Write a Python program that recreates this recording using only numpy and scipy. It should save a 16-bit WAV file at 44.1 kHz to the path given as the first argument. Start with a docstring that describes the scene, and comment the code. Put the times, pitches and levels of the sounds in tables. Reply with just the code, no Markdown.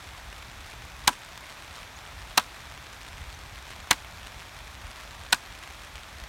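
"""A lawn, one microphone a few metres from an electric staple gun tacking plastic sheet to a board.
In each of four shots the plunger slides, slams the staple into the wood and springs back on its stop.
There are no walls: grass and bushes return only a faint tail. Creases in the sheet tick under a hand,
foliage hisses all round, a far bird chirps and a light wind rumbles on the microphone."""
import sys
import numpy as np
from scipy import signal
from scipy.fft import rfft, irfft
from scipy.io import wavfile

SR = 44100
rng = np.random.default_rng(int(sys.argv[2]) if len(sys.argv) > 2 else 0)


def put_to_file(sound):
    """Save the sound as 16-bit audio at rate SR, in the file named by the first command-line argument."""
    columns = np.atleast_2d(sound).T  # one column per channel
    safe = np.clip(columns, -1, 1)
    whole_steps = np.round(safe * 32767)
    wavfile.write(sys.argv[1], SR, whole_steps.astype(np.int16))


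N = 276948
AGE = np.arange(SR // 3) / SR   # seconds since a short sound began

# Far leaves in the breeze. Each row: frequency in Hz, relative level in dB.
LEAF_SPECTRUM = [(120, 3), (200, -3.5), (283, -3), (472, -5.5), (621, 0.5), (929, 2), (2450, -0.5),
                 (2940, -6.5), (3460, -2.5), (4900, -10), (5570, -9), (9130, -17), (10400, -16.5),
                 (15000, -23), (15800, -28)]
# Wind on the microphone. Each row: frequency in Hz, relative level in dB.
WIND_SPECTRUM = [(12, -40), (20, -21), (43, 0), (64, 2.5), (260, -24.5), (340, -76), (570, -120)]
# Its slow swell, about one gust a second. Each row: time in seconds, relative level in dB.
WIND_GUSTS = [(0, -51), (0.4, -46), (1.0, -48.0), (1.5, -53.5), (2.3, -46), (2.95, -52.0), (3.25, -45.5),
              (4.15, -49.0), (4.95, -46.5), (5.75, -51.5), (6.2, -47.5)]
# Soft bumps of air on the microphone. Each row: start in seconds, pitch in Hz, level in dB.
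AIR_BUMPS = [(3.211, 61, -28), (4.36, 70, -35), (6.22, 58, -31)]
# A small far bird. Each row: start and length in seconds, first and last pitch in Hz, level in dB.
BIRD_CHIRPS = [(1.956, .022, 6350, 6960, -48), (3.344, 0.0067, 5840, 6360, -42),
               (5.292, .026, 6300, 7500, -49)]
# Ticks of the sheet under the hand. Each row: start in seconds, relative level in dB.
SHEET_TICKS = [(0.3845, -34), (1.3764, -28), (3.0142, -30.5), (3.705, -28), (4.2702, -27.5), (5.6356, -27),
               (5.9556, -26.5), (6.1996, -32), (6.2378, -28)]
# Crinkling plastic and dry grass. Each row: frequency in Hz, relative level in dB.
CRINKLE_SPECTRUM = [(300, -3.5), (1200, 3), (3000, 2.5), (6000, -6.5), (10000, -10.5), (15000, -23)]
# What grass and bushes return of a shot. Each row: frequency in Hz, relative level in dB.
SCATTER_SPECTRUM = [(200, -26), (1000, -5), (3500, 3), (8000, 1), (15000, -11)]
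# The plunger's steel, sliding and snapping. Each row: frequency in Hz, relative level in dB.
PLUNGER_SPECTRUM = [(200, -3.5), (700, -6.5), (2000, 4.5), (5000, 0.5), (8500, 0), (15000, -9)]
# The dense ringing of housing and nose. Each row: frequency in Hz, relative level in dB.
CRACK_SPECTRUM = [(120, -17), (250, -1.5), (480, -20.5), (800, 2.5), (1400, -0.5), (2600, 2.5), (4200, 3),
                  (5300, 0), (8500, -4), (10300, -5.5), (12000, -9), (15500, -18)]
# How fast that ringing dies. Each row: frequency in Hz, time to fall 60 dB in seconds.
CRACK_DECAY = [(150, 0.098), (1000, 0.049), (3000, 0.026), (6000, 0.017), (14000, 0.032)]
# Modes of the gun pressed on the board.
# Each row: frequency in Hz, relative level in dB, time to fall 60 dB in seconds.
GUN_ON_BOARD_MODES = [(190.7, -30.5, 0.063), (347, -32.5, 0.045), (522, -31, 0.062), (759.5, -18.5, 0.045),
                      (874, -18, 0.048), (987, -22, 0.082), (1128, -21, 0.063), (1283, -22.5, 0.058),
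                      (1500, -21.5, 0.04), (1610, -24, 0.073), (2230, -43, .035), (2550, -23, 0.017),
                      (3160, -26.5, 0.038), (3965, -13.5, 0.023), (4235, -14.5, 0.022), (5050, -34, .03),
                      (6270, -18.5, 0.021), (7560, -18.5, 0.015), (8350, -18.5, 0.019),
                      (11780, -24.5, 0.022)]
# The shots. Each row: strike time in seconds, gain in dB, delay in seconds and gain in dB of the
# staple seating, the same two for the plunger's return, board resonance in Hz, its gain in dB,
# then the gains of thud, low mids, upper mids and treble in dB.
STAPLE_SHOTS = [(1.0771, 0, 0.0036, -2.5, 0.014, -15.5, 867, -1.5, 4, 6, 0, 3.5),
                (2.3771, 0, .0031, -2.5, 0.019, -16.5, 1340, 6.5, 1, 0.5, 4, 0),
                (3.9102, 1, .0032, 0.5, .0178, -13, 2030, 5.5, -1, -1, 1.5, -1),
                (5.3272, -1.5, .0030, 1.5, 0.017, -13, 1520, 8, -3, -2.5, 1, 2.5)]


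def from_db(db):
    """Decibels to gain."""
    return 10 ** (np.asarray(db) / 20)


def rms_one(x):
    """Scale to rms 1."""
    return x / np.sqrt(np.mean(x ** 2) + 1e-20)


def in_time(rows):
    """A control curve at every sample."""
    return np.interp(np.arange(N) / SR, *np.transpose(rows))


def at_hz(points, hz):
    """Read a table on a log-frequency axis."""
    freqs, values = np.transpose(points)
    return np.interp(np.log(hz), np.log(freqs), values)


def add(out, start_s, sound):
    """Mix a sound in from start_s on."""
    start = max(round(start_s * SR), 0)
    out[start:start + len(sound)] += sound[:len(out) - start]


def tint(x, spectrum):
    """Give a signal a colour, rms 1."""
    hz = np.maximum(np.fft.rfftfreq(len(x), 1 / SR), 1)
    return rms_one(irfft(rfft(x) * from_db(at_hz(spectrum, hz)), len(x)))


def noise(spectrum, size=len(AGE)):
    """Steady noise of a given colour, rms 1."""
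    return tint(rng.standard_normal(size), spectrum)


def drift(per_s):
    """A slow random wander, rms 1."""
    knots = rng.standard_normal(N // 100)
    return rms_one(np.interp(np.arange(N) / SR * per_s, np.arange(len(knots)), knots))


def dying(t60):
    """Decay from 1, falling 60 dB in t60 seconds."""
    return np.exp(-np.log(1000) * AGE / max(t60, 1e-3))


def ring(hz, t60):
    """One struck mode of random polarity."""
    return rng.choice([-1, 1]) * np.sin(2 * np.pi * hz * AGE) * dying(t60)


def bell(x, hz, gain_db, q):
    """Boost or cut a band around hz."""
    gain = from_db(gain_db / 2)
    angle = 2 * np.pi * min(hz, SR / 2 - 1) / SR
    width = np.sin(angle) / (2 * q)
    forward = [1 + width * gain, -2 * np.cos(angle), 1 - width * gain]
    feedback = [1 + width / gain, -2 * np.cos(angle), 1 - width / gain]
    return signal.lfilter(forward, feedback, x)


def rustle(grains_per_s=420, clump_db=3, spread_db=6.5, grain_t60=0.0052):
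    """Dry grass and loose plastic stir: a dense patter of grains, most too small to hear alone."""
    born = rng.random(N) < grains_per_s * from_db(clump_db * drift(per_s=14)) / SR
    sizes = from_db(spread_db * np.minimum(rng.exponential(1, N), 2.7))
    power = signal.fftconvolve(born * sizes ** 2, dying(grain_t60) ** 2)[:N]
    patter = rng.standard_normal(N) * np.sqrt(np.maximum(power, 0))
    return tint(patter, CRINKLE_SPECTRUM)


def foliage(far_db=-46.5, near_db=-51):
    """In a steady breeze far leaves hiss evenly and the grass near the microphone rustles."""
    return from_db(far_db) * noise(LEAF_SPECTRUM, N) + from_db(near_db) * rustle()


def wind(gain_db=-1.5, eddy_db=2.5, eddies_per_s=14):
    """Gusts swell on the microphone; their eddies make lumpy bass and now and then a bump."""
    level_db = in_time(WIND_GUSTS) + gain_db + eddy_db * drift(eddies_per_s)
    out = from_db(level_db) * noise(WIND_SPECTRUM, N)
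    for start_s, hz, bump_db in AIR_BUMPS:
        add(out, start_s, from_db(bump_db) * ring(hz, t60=0.09))
    return out


def bird():
    """Thin, quick upward whistles from far off."""
    out = np.zeros(N)
    for start_s, length_s, first_hz, last_hz, level_db in BIRD_CHIRPS:
        hz = np.linspace(first_hz, last_hz, max(int(length_s * SR), 2))
        whistle = np.sin(2 * np.pi * np.cumsum(hz) / SR)
        add(out, start_s, from_db(level_db) * np.hanning(len(hz)) * whistle)
    return out


def sheet(gain_db=-7):
    """Creases in the plastic flip under the hand with short, soft ticks."""
    out = np.zeros(N)
    for start_s, level_db in SHEET_TICKS:
        add(out, start_s, from_db(level_db + gain_db) * noise(CRINKLE_SPECTRUM) * dying(t60=0.018))
    return out


def crack():
    """Crowded modes of housing and nose, in half-octave bands: highs die fast, lows swell and last."""
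    edges = np.geomspace(110, 17000, 16)
    centres = np.sqrt(edges[1:] * edges[:-1])
    gains = from_db(at_hz(CRACK_SPECTRUM, centres)) * np.sqrt(np.diff(edges))
    out = 0
    for low, high, hz, gain in zip(edges, edges[1:], centres, gains / np.linalg.norm(gains)):
        bandpass = signal.butter(2, [low, high], "band", fs=SR, output="sos")
        band = signal.sosfilt(bandpass, rng.standard_normal(2 * len(AGE)))[len(AGE):]
        envelope = dying(at_hz(CRACK_DECAY, hz)) * (1 - np.exp(-AGE * hz))
        out = out + gain * rms_one(band * envelope) * np.sqrt(np.mean(envelope ** 2))
    return out


def soft_crack(edge_hz):
    """A softer contact: the crack loses its treble above edge_hz."""
    return signal.sosfilt(signal.butter(2, edge_hz, fs=SR, output="sos"), crack())


def shot(seat_s, seat_db, return_s, return_db, travel_s):
    """One cycle of the solenoid, from the moment the plunger starts sliding in its guide."""
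    sliding = np.clip(AGE / 0.00033, 0, 1) * np.clip((travel_s - AGE) / 0.0002 + 1, 0, 1)
    out = from_db(-24.5) * noise(PLUNGER_SPECTRUM) * sliding
    # the driver shears a staple off the strip just before the blow
    add(out, travel_s - 0.0009, from_db(-14) * soft_crack(edge_hz=4500) * dying(t60=0.016))
    # the staple enters the wood: a crack, and gun and board ring
    body = sum(from_db(db + rng.normal(0, 1)) * ring(hz, t60) for hz, db, t60 in GUN_ON_BOARD_MODES)
    add(out, travel_s, from_db(-10.5) * crack() + from_db(-2) * body)
    # the plunger bottoms out, steel on steel: a very short, bright snap
    add(out, travel_s + 0.0006, from_db(-9) * noise(PLUNGER_SPECTRUM) * dying(t60=0.005))
    # the staple's crown seats in the wood, a duller blow
    add(out, travel_s + seat_s, from_db(seat_db - 9) * soft_crack(edge_hz=3900) * dying(t60=0.078))
    # the spring throws the plunger back on its stop, where it bounces once
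    add(out, travel_s + return_s, from_db(return_db - 12) * soft_crack(edge_hz=13000))
    add(out, travel_s + return_s + 0.0028, from_db(return_db - 14) * soft_crack(edge_hz=3500))
    # grass and bushes send a thin scatter back to the microphone
    scatter = from_db(-40.5) * noise(SCATTER_SPECTRUM) * dying(t60=0.26)
    fade_in = np.clip((AGE - travel_s) / 0.01, 0, 1)
    return out + scatter * fade_in


def staple_gun(travel_s=0.0034):
    """The gun, a few metres off: each new spot on the board and each tilt colours the shot."""
    out = np.zeros(N)
    for strike_s, gain_db, *action, board_hz, board_db, thud_db, low_db, mid_db, top_db in STAPLE_SHOTS:
        sound = bell(shot(*action, travel_s), board_hz, board_db, q=4)
        for hz, colour_db in (260, thud_db), (950, low_db), (3200, mid_db), (8500, top_db):
            sound = bell(sound, hz, colour_db, q=1)
        add(out, strike_s - travel_s, from_db(gain_db) * sound)
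    return out


def scene():
    """Gun, sheet and garden as they reach the one microphone."""
    return (staple_gun() + sheet() + bird() + foliage() + wind())[None]


def record(dry, low_cut_hz=27, high_cut_hz=16000, ceiling=1.3):
    """The microphone sheds deep bass and has a narrow treble dip; peaks are rounded, the top is cut."""
    lean = signal.sosfilt(signal.butter(4, low_cut_hz, "high", fs=SR, output="sos"), dry)
    coloured = bell(lean, hz=10420, gain_db=-10, q=24)
    rounded = ceiling * np.tanh(coloured / ceiling)
    return signal.sosfilt(signal.ellip(10, 0.1, 80, high_cut_hz, fs=SR, output="sos"), rounded)


dry = scene()
out = record(dry)
put_to_file(out)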